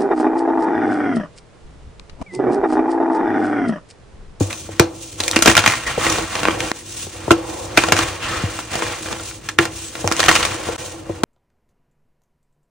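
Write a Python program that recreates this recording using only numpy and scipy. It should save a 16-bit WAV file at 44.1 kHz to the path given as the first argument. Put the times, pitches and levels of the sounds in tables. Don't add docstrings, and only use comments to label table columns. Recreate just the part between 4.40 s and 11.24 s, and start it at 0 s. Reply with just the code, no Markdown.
import sys
import numpy as np
from scipy import signal
from scipy.fft import rfft, irfft
from scipy.io import wavfile
from scipy.ndimage import uniform_filter1d

SR = 44100
rng = np.random.default_rng(int(sys.argv[2]) if len(sys.argv) > 2 else 0)


def dump_mix(stems):
    frames = np.atleast_2d(stems).T
    limited = np.clip(frames, -1, 1)
    pcm = np.round(limited * 32767).astype(np.int16)
    wavfile.write(sys.argv[1], SR, pcm)


N = 301623
TIME = np.arange(N) / SR
STEPS = TIME[::40]

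# start_s, crack_db, block_pitch_hz, treble_db, crack_decay_s,
# knock_db (on the table), push_db (deep push against the knock)
BLOCK_BREAKS = [(0.3958, 2.5, 740, -5, 0.0022, 0.5, -3.5), (2.9068, 0.5, 1200, -15.5, 0.0028, 0, -8),
                (5.1866, 1.5, 1830, -17.5, 0.003842, -5, -10), (6.834, -12, 1000, -3, 0.00306, -5, -5)]
# start_s, level_db, lump_pitch_hz, lump_lift_db (at that pitch),
# treble_db, bass_db, decay_s
LUMP_CRACKS = [(.1052, -23.5, 2260, 9, -19.5, -5.5, 0.00546), (.802, -12, 3901, 7, -4, -9.5, .0049),
               (.8365, -17, 4181, 10.5, -1.5, -19, 0.001201), (.8792, -10.5, 2415, 8.5, 2, -16, 0.003195),
               (.913, -15, 3775, 6.5, 8.5, -15, 0.000542), (.9607, -7.5, 1814, 6, -2.5, -4, 0.001473),
               (.9649, -4, 2516, 9.5, -13.5, -4.5, 0.001366), (.9897, -13.5, 1164, 6, -6.5, -1, 0.001009),
               (1.0222, -3.2, 1261, 5, 2.5, -11.5, 0.00548), (1.0585, 0.5, 1339, 4.5, -9, -5.5, .0038),
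               (1.0734, -0.5, 1576, 6, -10.5, -5, 0.00688), (1.078, 1.5, 2835, 7, -10.5, -5, 0.004142),
               (1.098, -6.5, 2221, 7.5, -6.5, -16.5, 0.004056), (1.114, -9, 1452, 9, -12.5, -7.5, 0.001922),
               (1.1523, -7.5, 2517, 8, -10.5, -12.5, 0.001005), (1.1673, -1.5, 1468, 9.5, -7, -12, .0026),
               (1.1766, -1, 3452, 6.5, -13, -15, .003), (1.191, -9, 2400, 5, -9, -12, .004),
               (1.239, -11, 1349, 4, -17, -15, 0.00527), (1.2609, -1.5, 1916, 5.5, -14, -16, 0.00437),
               (1.2755, -3.5, 2026, 6.5, -12, -15.5, 0.002594),
               (1.299, -13.5, 2405, 9, -13.5, -14.5, 0.001081), (1.321, -14, 2507, 5, -9.5, -14, 0.00218),
               (1.336, -14, 1894, 5, -14.5, -13.5, 0.003426), (1.666, -12, 1937, 9, -14.5, -4, 0.00337),
               (1.698, -13, 5792, 8, 5, -7, 0.00482), (1.724, -14.5, 2501, 9, 0.5, -13, 0.00373),
               (1.7839, -14, 1198, 8, -12.5, -4.5, 0.001668),
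               (1.9525, -14, 2433, 4.5, -7.5, -3.5, 0.005065),
               (2.0319, -13.5, 1287, 6.5, -7.5, -3, 0.001437), (2.053, -7, 1200, 7, -22, -10, .0014),
               (2.0844, -7, 1127, 10, -28, -3.5, .0013), (2.2041, -14, 1966, 6.5, -12, -23, 0.002306),
               (2.3155, -13, 2300, 3, -13, -6, 0.0009), (2.914, -9.5, 2695, 6.5, -3, -14.5, 0.00583),
               (3.374, 1.5, 1600, 4, -12, -13.5, 0.001713), (3.3773, -0.5, 2550, 10, -9, -4, .0024),
               (3.4371, -7, 1158, 6.5, -16, -8.5, 0.002034), (3.4858, -11, 1291, 5, -12.5, -6.5, .0025),
               (3.521, 1, 1103, 3, -9, -11, .0033), (3.5661, -9, 1513, 10.5, -14, -20, 0.001317),
               (3.5892, -7.5, 1227, 6.5, -8, -9, 0.00446), (4.1887, -20, 897.7, 8.5, -15, -13, 0.00288),
               (4.3538, -16, 734.4, 8, -2.5, -1.5, 0.002532), (4.422, -8, 1135, 11, -29, -7, 0.002006),
               (4.726, -16.5, 1366, 5, -13, -5, 0.0035), (5.0877, -14.5, 1799, 8, -8.5, -19.5, 0.005247),
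               (5.2531, -14.5, 1643, 7, -8.5, -12.5, 0.00261), (5.553, -22, 1430, 6, -11.5, -16, 0.00216),
               (5.6755, -11.5, 2769, 3, -5.5, -10, 0.0007666),
               (5.7141, -10, 1300, 8.5, -11.5, -4.5, 0.002403),
               (5.722, -11, 1787, 5.5, -2.5, -14, 0.003234), (5.7655, -19.5, 6487, 8.5, 1, -15.5, 0.001186),
               (5.7935, -7.5, 2633, 6.5, -9, -4.5, 0.006), (5.802, -7, 3967, 7, -6, -6.5, 0.003302),
               (5.8291, -12.5, 2000, 5, -10.5, -17.5, 0.00328), (5.839, -12, 1599, 4, -9, -13.5, 0.00185),
               (5.861, -14, 3000, 3.5, -4, -16, 0.0015), (5.8835, 0, 2751, 6.5, -14, -11.5, 0.002834),
               (5.8891, 1, 1910, 4.5, -14.5, -12, 0.004585), (5.9128, -7, 1032, 3.5, -12, -12, 0.004),
               (5.9527, -7, 2668, 4, -6.5, -22, 0.0056), (5.9609, -6.5, 2827, 6, -10, -15, 0.00282),
               (6.028, -10, 3808, 7, -15.5, -19, 0.00352), (6.0506, -9.5, 1178, 6.5, -9.5, -20, 0.00474),]
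# start_s, tightening_s, hold_s, ease_s (to fall 20 dB),
# grind_db, powder_db, coarse_share (0 to 1)
FIST_SQUEEZES = [(0.095, 0.00962, 0.02126, 0.0867, -35.5, -36.5, 0.39),
                 (0.385, 0.00922, 0.04663, 0.0957, -37, -43, 0.46),
                 (0.772, 0.02984, 0.0913, 0.08, -35.5, -32.5, 0.83),
                 (0.889, 0.062, 0.08773, 0.1187, -26.5, -32.5, 0.95),
                 (1.04, 0.03965, 0.02494, 0.095, -17.5, -23, 0.78),
                 (1.158, 0.00942, 0.0333, 0.105, -19.5, -28, 0.87),
                 (1.239, 0.02863, 0.03951, 0.2162, -21.5, -28, 0.65),
                 (1.449, 0.0262, 0.02609, 0.2567, -24, -33.5, .15),
                 (1.56, 0.07349, 0.10143, 0.283, -22, -27.5, 0.34),
                 (1.887, 0.04662, 0.18814, 0.2116, -27, -35.5, 0.61),
                 (2.177, 0.0244, 0.10942, 0.0177, -31, -36, 0.35),
                 (3.36, 0.01471, 0.0212, 0.3244, -23.5, -31, 0.67),
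                 (3.509, 0.06995, 0.01818, 0.2611, -21, -28.5, 0.61),
                 (3.789, 0.04999, 0.13304, 0.3927, -26, -36.5, 0.16),
                 (4.28, 0.05352, 0.18464, 0.1766, -27.5, -34, .3),
                 (4.636, 0.03388, 0.0459, 0.2431, -32.5, -36.5, 0.43),
                 (5.181, 0.00968, 0.02044, 0.1196, -26.5, -33, 0.45),
                 (5.664, 0.22026, 0.08795, 0.3971, -21, -27.5, 0.45),
                 (6.219, 0.037, 0.09742, 0.0969, -32, -38, 0.16)]
# middle_s, length_s, hiss_db, rustle_db
SKIN_RUBS = [(0.017, 0.1248, -32.5, -39.5), (0.199, 0.1827, -39, -53.5), (0.343, 0.172, -47, -42.5),
             (0.66, 0.24, -39.5, -56), (2.364, 0.1334, -38, -42.5), (2.482, 0.099, -41, -52),
             (2.595, 0.2182, -34, -41.5), (2.749, 0.1462, -43, -43), (2.853, 0.163, -42, -36.5),
             (2.983, 0.187, -44, -37.5), (3.108, 0.1412, -37.5, -37.5), (3.223, 0.12204, -36.5, -41.5),
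             (3.332, .12, -43, -36), (4.17, 0.19016, -36.5, -35.5), (4.63, 0.135, -38, -42),
             (4.86, 0.2147, -36, -42), (5.077, 0.1333, -45, -42), (5.42, 0.21, -35, -42),
             (5.615, 0.2013, -36, -37), (6.449, 0.1644, -36, -40), (6.565, 0.12, -45.5, -43.5),
             (6.731, 0.1676, -47.5, -42)]
# start_s, length_s, fade_s (to fall 20 dB), level_db
CRUMB_SPILLS = [(0.0, 0.02607, 0.2848, -33.5), (0.396, 0.0424, 0.2364, -29.5), (0.791, 0.3544, 0.3856, -31),
                (1.578, 0.23422, 0.0629, -26.5), (1.937, 0.0809, 0.0009, -29.5),
                (2.043, 0.18263, 0.0958, -25.5), (2.72, 0.137, 0.8982, -37.5),
                (2.879, 0.09477, 0.2388, -27.5), (3.066, 0.33, 0.2692, -31.5), (3.443, 0.1412, 0.3402, -26),
                (3.883, 0.14635, 0.2866, -31.5), (4.311, 0.08717, 0.3977, -29),
                (4.63, 0.08774, 0.2953, -33.5), (5.19, 0.03704, 0.1237, -28), (5.531, 0.0981, 0.297, -35.5),
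                (5.628, 0.0498, 0.091, -28), (5.779, 0.5384, 0.22, -31), (6.388, 0.3967, 0.1916, -36.5)]
# middle_s, length_s,
# pitch_hz, glide_octaves_per_s, width_hz, level_db
NOISE_BANDS = [(0.019, 0.0736, 6958, 0.102, 400, -38), (.17, 0.1229, 6115, 0.068, 200, -43.5),
               (1.48, 0.0455, 1924, -0.792, 160, -25), (1.66, 0.14095, 1202, -0.214, 200, -28.5),
               (3.13, .4, 900, .3, 250, -41), (3.21, .09, 520, 0, 120, -35),
               (3.845, 0.05936, 2763, -0.594, 600, -29), (3.885, 0.05847, 1846, -0.947, 250, -30.5),
               (3.94, .16, 1244, -0.0037, 140.3, -30), (5.47, 0.0546, 7939, 0.107, 250, -39.5)]
# start_s, level_db, pitch_hz
CRUMB_TICKS = [(.128, -21, 2600), (.932, -20, 1200), (1.613, -20, 1250), (1.641, -19, 1200),
               (2.074, -16, 950), (2.107, -18, 1100), (4.465, -22, 1700), (4.534, -25, 1300),
               (4.631, -29, 1500), (4.659, -26.5, 1500), (4.686, -25, 1700), (4.711, -24, 750),
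               (4.797, -25, 1400), (4.911, -29, 1550)]
CRUMB_RATIOS = [1, 1.6, 2.5]
# start_s, level_db, pitch_hz, decay_s, push_db (deep push against the knock)
LUMP_THUDS = [(.008, -5.5, 288.4, 0.01086, -2.5), (.290, -21, 449.3, 0.005025, -13),
              (1.082, -7, 337.6, 0.00619, -7), (1.116, -15, 334.9, 0.00483, -6),
              (1.18, -16, 335.9, 0.00512, 0.5), (1.277, -18, 150, .006, 0),
              (1.578, -6.5, 416.5, 0.004386, -14.5), (1.785, -12.5, 342.1, 0.00548, -11),
              (2.129, -17, 480, 0.00471, -10), (2.668, -23, 380, .005, -10),
              (2.8797, -8.5, 401.7, 0.004242, -10.5), (3.379, -15, 335, 0.005355, -8),
              (3.526, -14, 320, .005, -1), (4.037, -10.5, 96.28, 0.01428, -12.5),
              (5.644, -6.5, 349.9, 0.004, -9), (6.287, -9.5, 460.5, .0075, -17),
              (6.696, -12, 363.1, 0.004384, -11.5)]
# pitch_hz, level_db, t60_s
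TABLE_MODES = [(96.626, -10, 0.1479), (128.63, -15, 0.08485), (169.02, -14, 0.0494),
               (310.44, -12.5, 0.0792), (333.89, 0, 0.16976), (374.24, -13.5, 0.1019), (486.79, -11, 0.12),
               (721.51, -16, 0.0912), (774.45, -17, 0.1105)]
# pitch_hz, lift_db
HOLLOW_MODES = [(1100, 3), (1380, 2.5), (1551, 2), (1889, 4), (2126, 1.5), (2429, 5), (2771, 5.5),
                (3126, 3.5), (3484, 3)]
# pitch_hz, level_db (per Hz)
CRACK_SPECTRUM = [(60, -31), (200, 0.5), (400, 5), (800, 0.5), (1400, -1), (2700, -4.5), (4800, -6),
                  (6500, -4), (9000, -10.5), (11500, -30), (16000, -38.5)]
GRIND_SPECTRUM = [(100, 4), (200, -4.5), (500, -4), (800, -1.5), (1200, 0), (2000, -2), (2900, -5),
                  (4500, -9), (8000, -21.5), (16000, -62.5)]
POWDER_SPECTRUM = [(800, -54), (2500, -2), (4000, 0), (5000, -2), (6100, 4), (8000, 1), (9500, -1),
                   (11000, -33), (13500, -35), (15500, -8)]
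PATTER_SPECTRUM = [(80, -10.5), (230, -14), (290, -5.5), (333, 5), (425, -11), (490, 5), (620, -5),
                   (850, -6), (1300, -16.5), (3000, -54)]
RUMBLE_SPECTRUM = [(15, -43.5), (33, -26.5), (48, -2), (62, 0.5), (78, -4), (95, 4.5), (125, -7),
                   (200, -13), (280, -12.5), (332, -3), (420, -15.5), (490, -10), (1500, -72)]
# pitch_hz, level_db
LUMP_SPECTRUM = [(400, 5.5), (1200, 0), (2500, 0.7785), (6000, 4)]
# pitch_hz, side_db (against mid)
STEREO_WIDTH = [(60, -23.5), (130, -13), (330, -11.5), (520, -6.5), (720, 0), (1000, -4.5), (1700, -18),
                (2600, -6.5), (4400, -3.5), (8000, -3.5), (10000, 10.5), (12000, 27.5), (15000, 13.5)]
# pitch_hz, t60_s
ROOM_DECAY = [(100, 0.15), (400, 0.1683), (1500, 0.15926), (5000, 0.1944), (12000, 0.04384)]
# start_s, held_s, recovery_s, depth_db
LEVEL_DIPS = [(2.319, 0.00785, 0.03367, -10.5), (6.364, 0.012837, 0.00321, -22.5)]

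GRIP_FLOOR_DB, POWDER_FLOOR_DB = -54, -60
SPILL_RISE_S, PATTER_FLOOR_DB = 0.02731, -50.5
RUMBLE_FLOOR_DB, RUMBLE_GRIP_DB, RUMBLE_SPILL_DB = -38.5, -15, -9.5
CRUMB_CYCLES = 1.6
EDGE_HZ = 15850


def amp(db):
    return 10 ** (np.asarray(db) / 20)


def unit(x):
    return x / np.sqrt(np.mean(x ** 2) + 1e-20)


def read(points, hz):
    f, value = np.transpose(points)
    return np.interp(np.log(hz + 1), np.log(f + 1), value)


def add(mix, s, sound):
    part = mix[:, max(round(s * SR), 0):][:, :sound.shape[1]]
    part += sound[:, :part.shape[1]]


def coloured(drive, colour, extra_db=lambda hz: 0, size=4096):
    hz = np.fft.rfftfreq(size, 1 / SR)
    mid_db = read(colour, hz) + extra_db(hz)
    side_db = mid_db + read(STEREO_WIDTH, hz)
    cepstrum = irfft(np.log(amp([mid_db, side_db])))
    cepstrum[:, 1:size // 2] *= 2
    cepstrum[:, size // 2 + 1:] = 0
    taps = irfft(np.exp(rfft(cepstrum)))
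    taps /= np.linalg.norm(taps[0])
    return signal.fftconvolve(drive, taps, axes=1)[:, :drive.shape[1]]


def shelves(hz, treble_db, bass_db, treble_hz=4000, bass_hz=650):
    treble = treble_db / (1 + (treble_hz / (hz + 1)) ** 4)
    bass = bass_db / (1 + (hz / bass_hz) ** 4)
    return treble + bass


def bump(hz, pitch_hz, lift_db, octaves):
    return lift_db * np.exp(-(np.log2((hz + 1) / pitch_hz) / octaves) ** 2)


def grains(count, per_s, spread_db, grain_s, smooth):
    sizes = amp(spread_db * np.minimum(rng.exponential(1, count), 4.5))
    clicks = sizes * (rng.random(count) < per_s / SR)
    power = signal.lfilter([1], [1, -np.exp(-1 / (grain_s * SR))], clicks ** 2)
    strength = np.sqrt(power / (power.mean() + 1e-20) + smooth)
    return unit(strength * rng.standard_normal((2, count)))


def fracture(decay_s, crumbs_db, crumbs_s, slip_s=0.00047, rise_s=0.0004592, count=4000):
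    t = np.arange(count) / SR
    rise = 1 - np.exp(-t / rise_s)
    burst = grains(count, per_s=2500, spread_db=1.9, grain_s=.0004, smooth=.6)
    burst *= np.exp(-t / decay_s) * rise
    burst /= np.linalg.norm(burst[0])
    burst[:, round(.0005 * SR)] += slip_s / decay_s * rng.choice([-1, 1], 2)
    trail = grains(count, per_s=500, spread_db=2.0, grain_s=0.000535, smooth=0.3653)
    trail *= np.exp(-t / crumbs_s) * rise
    sound = burst / np.linalg.norm(burst[0]) + amp(crumbs_db) * trail / np.linalg.norm(trail[0])
    return sound * np.sqrt(.002 * SR)


def breaks(block_octaves=.45, block_db=6):
    out = np.zeros((2, N))
    for s, db, block_hz, treble_db, decay_s, *_ in BLOCK_BREAKS:
        def tone(hz):
            return shelves(hz, treble_db, -9) + bump(hz, block_hz, block_db, block_octaves)
        burst = fracture(decay_s, crumbs_db=-17, crumbs_s=.016)
        add(out, s, amp(db) * coloured(burst, CRACK_SPECTRUM, tone))
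    return out


def cracks(lump_octaves=0.2537):
    out = np.zeros((2, N))
    for s, db, pitch_hz, lump_db, treble_db, bass_db, decay_s in LUMP_CRACKS:
        def tone(hz):
            lump = bump(hz, pitch_hz, lump_db, lump_octaves)
            return lump + shelves(hz, treble_db, bass_db) + read(LUMP_SPECTRUM, hz)
        burst = fracture(decay_s, crumbs_db=-9, crumbs_s=0.014)
        add(out, s, amp(db) * coloured(burst, CRACK_SPECTRUM, tone, size=2048))
    return out


def envelope(start_s, attack_s, hold_s, release_s):
    t = STEPS - start_s
    rise = np.clip(t / attack_s, 0, 1)
    return rise * amp(-20 * np.maximum(t - attack_s - hold_s, 0) / release_s)


def together(gains):
    return np.sqrt(sum(gain ** 2 for gain in gains))


def handwork():
    grips = []
    for *shape, grind_db, powder_db, share in FIST_SQUEEZES:
        grips.append((envelope(*shape), grind_db, powder_db, share))
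    for s, length, hiss_db, rustle_db in SKIN_RUBS:
        stroke = np.exp(-(2 * (STEPS - s) / length) ** 2)
        grips.append((stroke, rustle_db, hiss_db, 0))
    coarse = together([amp(db) * grip * np.sqrt(share) for grip, db, _, share in grips]
                      + [amp(GRIP_FLOOR_DB)])
    fine = together(amp(db) * grip * np.sqrt(1 - share) for grip, db, _, share in grips)
    powder = together([amp(db) * grip for grip, _, db, _ in grips] + [amp(POWDER_FLOOR_DB)])
    spill = together(amp(db) * envelope(s, SPILL_RISE_S, length, fade_s)
                     for s, length, fade_s, db in CRUMB_SPILLS)
    patter = together([spill, amp(PATTER_FLOOR_DB)])
    rumble = together([amp(RUMBLE_GRIP_DB) * coarse, amp(RUMBLE_SPILL_DB) * spill,
                       amp(RUMBLE_FLOOR_DB)])
    return [np.interp(TIME, STEPS, gain) for gain in (coarse, fine, powder, patter, rumble)]


def crumb_ring(hz, cycles, count=700):
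    turns = hz * np.arange(count) / SR
    return np.sin(2 * np.pi * turns) * np.exp(-turns / cycles)


def granules(per_s, spread_db, low_hz, high_hz, cycles, count=24):
    out = np.zeros((2, N))
    pops = round(per_s * N / SR / count)
    for hz in np.geomspace(low_hz, high_hz, count):
        ring = hz * crumb_ring(hz, cycles)
        for when, size, lean in rng.random((pops, 3)):
            pop = np.outer([1, 2 * lean - 1], ring)
            add(out, when * N / SR, amp(spread_db * size ** 2) * pop)
    return unit(out)


def crumbling(coarse, fine, powder, patter, rumble):
    clumps = uniform_filter1d(rng.standard_normal(N), size=500)
    clumps = unit(uniform_filter1d(clumps, size=300))
    grit = grains(N, per_s=550, spread_db=3, grain_s=.0004, smooth=.3)
    meal = grains(N, per_s=3000, spread_db=1.7, grain_s=.0004, smooth=.6)
    pops = granules(per_s=650, spread_db=10, low_hz=600, high_hz=3200, cycles=3)
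    grind = amp(-3.5 + 1.8 * clumps) * coarse * grit
    grind += amp(-1.3 + clumps) * fine * meal
    grind += amp(-14) * coarse * pops
    out = coloured(grind, GRIND_SPECTRUM)
    dust = grains(N, per_s=2300, spread_db=1.5, grain_s=0.000243, smooth=1.971)
    out += amp(0.346 + 1.8226 * clumps) * powder * coloured(dust, POWDER_SPECTRUM)
    crumbs = grains(N, per_s=600, spread_db=1.8945, grain_s=0.001144, smooth=0.6296)
    out += amp(-3.0) * patter * coloured(crumbs, PATTER_SPECTRUM)
    stir = grains(N, per_s=120, spread_db=1.3937, grain_s=0.003863, smooth=0.94)
    return out + amp(-1.5) * rumble * coloured(stir, RUMBLE_SPECTRUM)


def noise_bands():
    out = np.zeros((2, N))
    for s, length, hz, glide, width_hz, db in NOISE_BANDS:
        t = np.arange(-length, length, 1 / SR)
        turn = np.exp(2j * np.pi * np.cumsum(hz * 2 ** (glide * t)) / SR)
        noise = rng.standard_normal((2, len(t)))
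        shifted = signal.lfilter(*signal.butter(2, width_hz / 2, fs=SR), noise / turn)
        band = unit((turn * shifted).real) * np.exp(-(2 * t / length) ** 2)
        before_start = max(round((length - s) * SR), 0)
        level = amp([[db], [db + read(STEREO_WIDTH, hz)]])
        add(out, s - length, level * band[:, before_start:])
    return out


def ticks():
    out = np.zeros((2, N))
    for s, db, hz in CRUMB_TICKS:
        ring = sum(crumb_ring(hz * ratio, CRUMB_CYCLES) for ratio in CRUMB_RATIOS)
        rattle = fracture(.002, crumbs_db=-10, crumbs_s=.01)
        tick = signal.fftconvolve(rattle, ring[None], axes=1) / np.linalg.norm(ring)
        add(out, s, amp([[db], [db + read(STEREO_WIDTH, hz)]]) * tick)
    return out


def hollow(x, width_hz=52, count=2500):
    t = np.arange(count) / SR
    ring = sum((amp(db) - 1) * np.cos(2 * np.pi * hz * t) for hz, db in HOLLOW_MODES)
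    ring = ring * 2 * np.pi * width_hz / SR * np.exp(-np.pi * width_hz * t)
    return x + signal.fftconvolve(x, ring[None], axes=1)[:, :N]


def judder():
    def wood(hz):
        return shelves(hz, -30, -30, treble_hz=1100, bass_hz=140)
    out = np.zeros((2, N))
    for s, *_, knock_db, _ in BLOCK_BREAKS:
        rattle = fracture(.012, crumbs_db=-10, crumbs_s=.02)
        add(out, s, amp(knock_db - 3) * coloured(rattle, GRIND_SPECTRUM, wood))
    return out


def table_ring(count=16000):
    t = np.arange(count) / SR
    return sum(amp(db - 60 * t / t60) * np.sin(2 * np.pi * hz * t) for hz, db, t60 in TABLE_MODES)


def blow(hz, decay_s, glide_hz, side_db, glide_s=0.0019058, rise_s=0.0012575, count=16000):
    t = np.arange(count) / SR
    swell = np.exp(-t / decay_s) * (1 - np.exp(-t / rise_s))
    pitch = hz + glide_hz * np.exp(-t / glide_s)
    angle = 2 * np.pi * np.cumsum(pitch) / SR
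    side = amp(side_db + read(STEREO_WIDTH, pitch)) * np.sin(angle + np.pi / 4)
    return swell * np.array([np.sin(angle), side])


def thumps(lag_s=0.0014846):
    out = np.zeros((2, N))
    knock = blow(285, decay_s=.0036, glide_hz=500, side_db=-7, glide_s=.0025, rise_s=.02)
    push = blow(110.03, decay_s=0.011754, glide_hz=231.9, side_db=-8.5, glide_s=0.005005)
    swell = 1 - np.exp(-TIME[:knock.shape[1]] / 0.00248)
    ring = table_ring() * swell * np.array([[1], [amp(-27.5)]])
    for s, *_, knock_db, push_db in BLOCK_BREAKS:
        thump = amp(20.5) * knock + amp(push_db) * push + amp(-2) * ring
        add(out, s + lag_s, amp(knock_db) * thump)
    return out


def thuds():
    out = np.zeros((2, N))
    ring = table_ring() * np.array([[1], [amp(-15.5)]])
    push = blow(98.468, decay_s=0.02706, glide_hz=349.05, side_db=-6)
    main_mode_hz = TABLE_MODES[4][0]
    for s, db, hz, decay_s, push_db in LUMP_THUDS:
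        knock = blow(hz, decay_s, glide_hz=340.95, side_db=-3)
        ringing = min(hz / main_mode_hz, 1) ** 2
        thud = amp(1) * knock + amp(push_db) * push + amp(-13) * ringing * ring
        add(out, s, amp(db) * thud)
        scuffle = coloured(fracture(decay_s, crumbs_db=-5, crumbs_s=.018), PATTER_SPECTRUM)
        add(out, s, amp(db) * amp(-8) * ringing * scuffle)
    return out


def room(x, count=12000):
    taps = rng.standard_normal((2, count)) * (rng.random((2, count)) < 3000 / SR)
    taps[:, :round(.002 * SR)] = 0
    hz, t, z = signal.stft(taps, SR, nperseg=256)
    decay = amp(-60 * t / read(ROOM_DECAY, hz)[:, None])
    tail = signal.istft(z * decay, SR, nperseg=256)[1]
    return signal.fftconvolve(x, tail / np.linalg.norm(tail[0]), axes=1)[:, :N]


def dips():
    total_db = np.zeros(N)
    for s, held, back, db in LEVEL_DIPS:
        low = s + .001
        total_db += db * np.interp(TIME, [s, low, low + held, low + held + back], [0, 1, 1, 0])
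    return amp(total_db)


def scene():
    crumbs = hollow(crumbling(*handwork()))
    snaps = hollow(cracks() + ticks()) + judder()
    ring = table_ring()
    shake = amp(-20) * snaps + amp(-29) * crumbs
    table = signal.fftconvolve(shake, ring[None] / np.linalg.norm(ring), axes=1)[:, :N]
    chalk = snaps + crumbs + noise_bands() + hollow(breaks())
    mid, side = chalk + amp(-16) * room(chalk) + table + thumps() + thuds()
    return np.array([mid + side, mid - side]) * dips()


def record(dry, low_cut_hz=47):
    low_cut = signal.butter(3, low_cut_hz, "highpass", fs=SR, output="sos")
    clipped = np.clip(signal.sosfilt(low_cut, dry), -1, 1)
    band_limit = signal.firwin(511, EDGE_HZ, window=("kaiser", 9), fs=SR)
    return signal.oaconvolve(clipped, band_limit[None], "same")


dry = scene()
out = record(dry)
dump_mix(out)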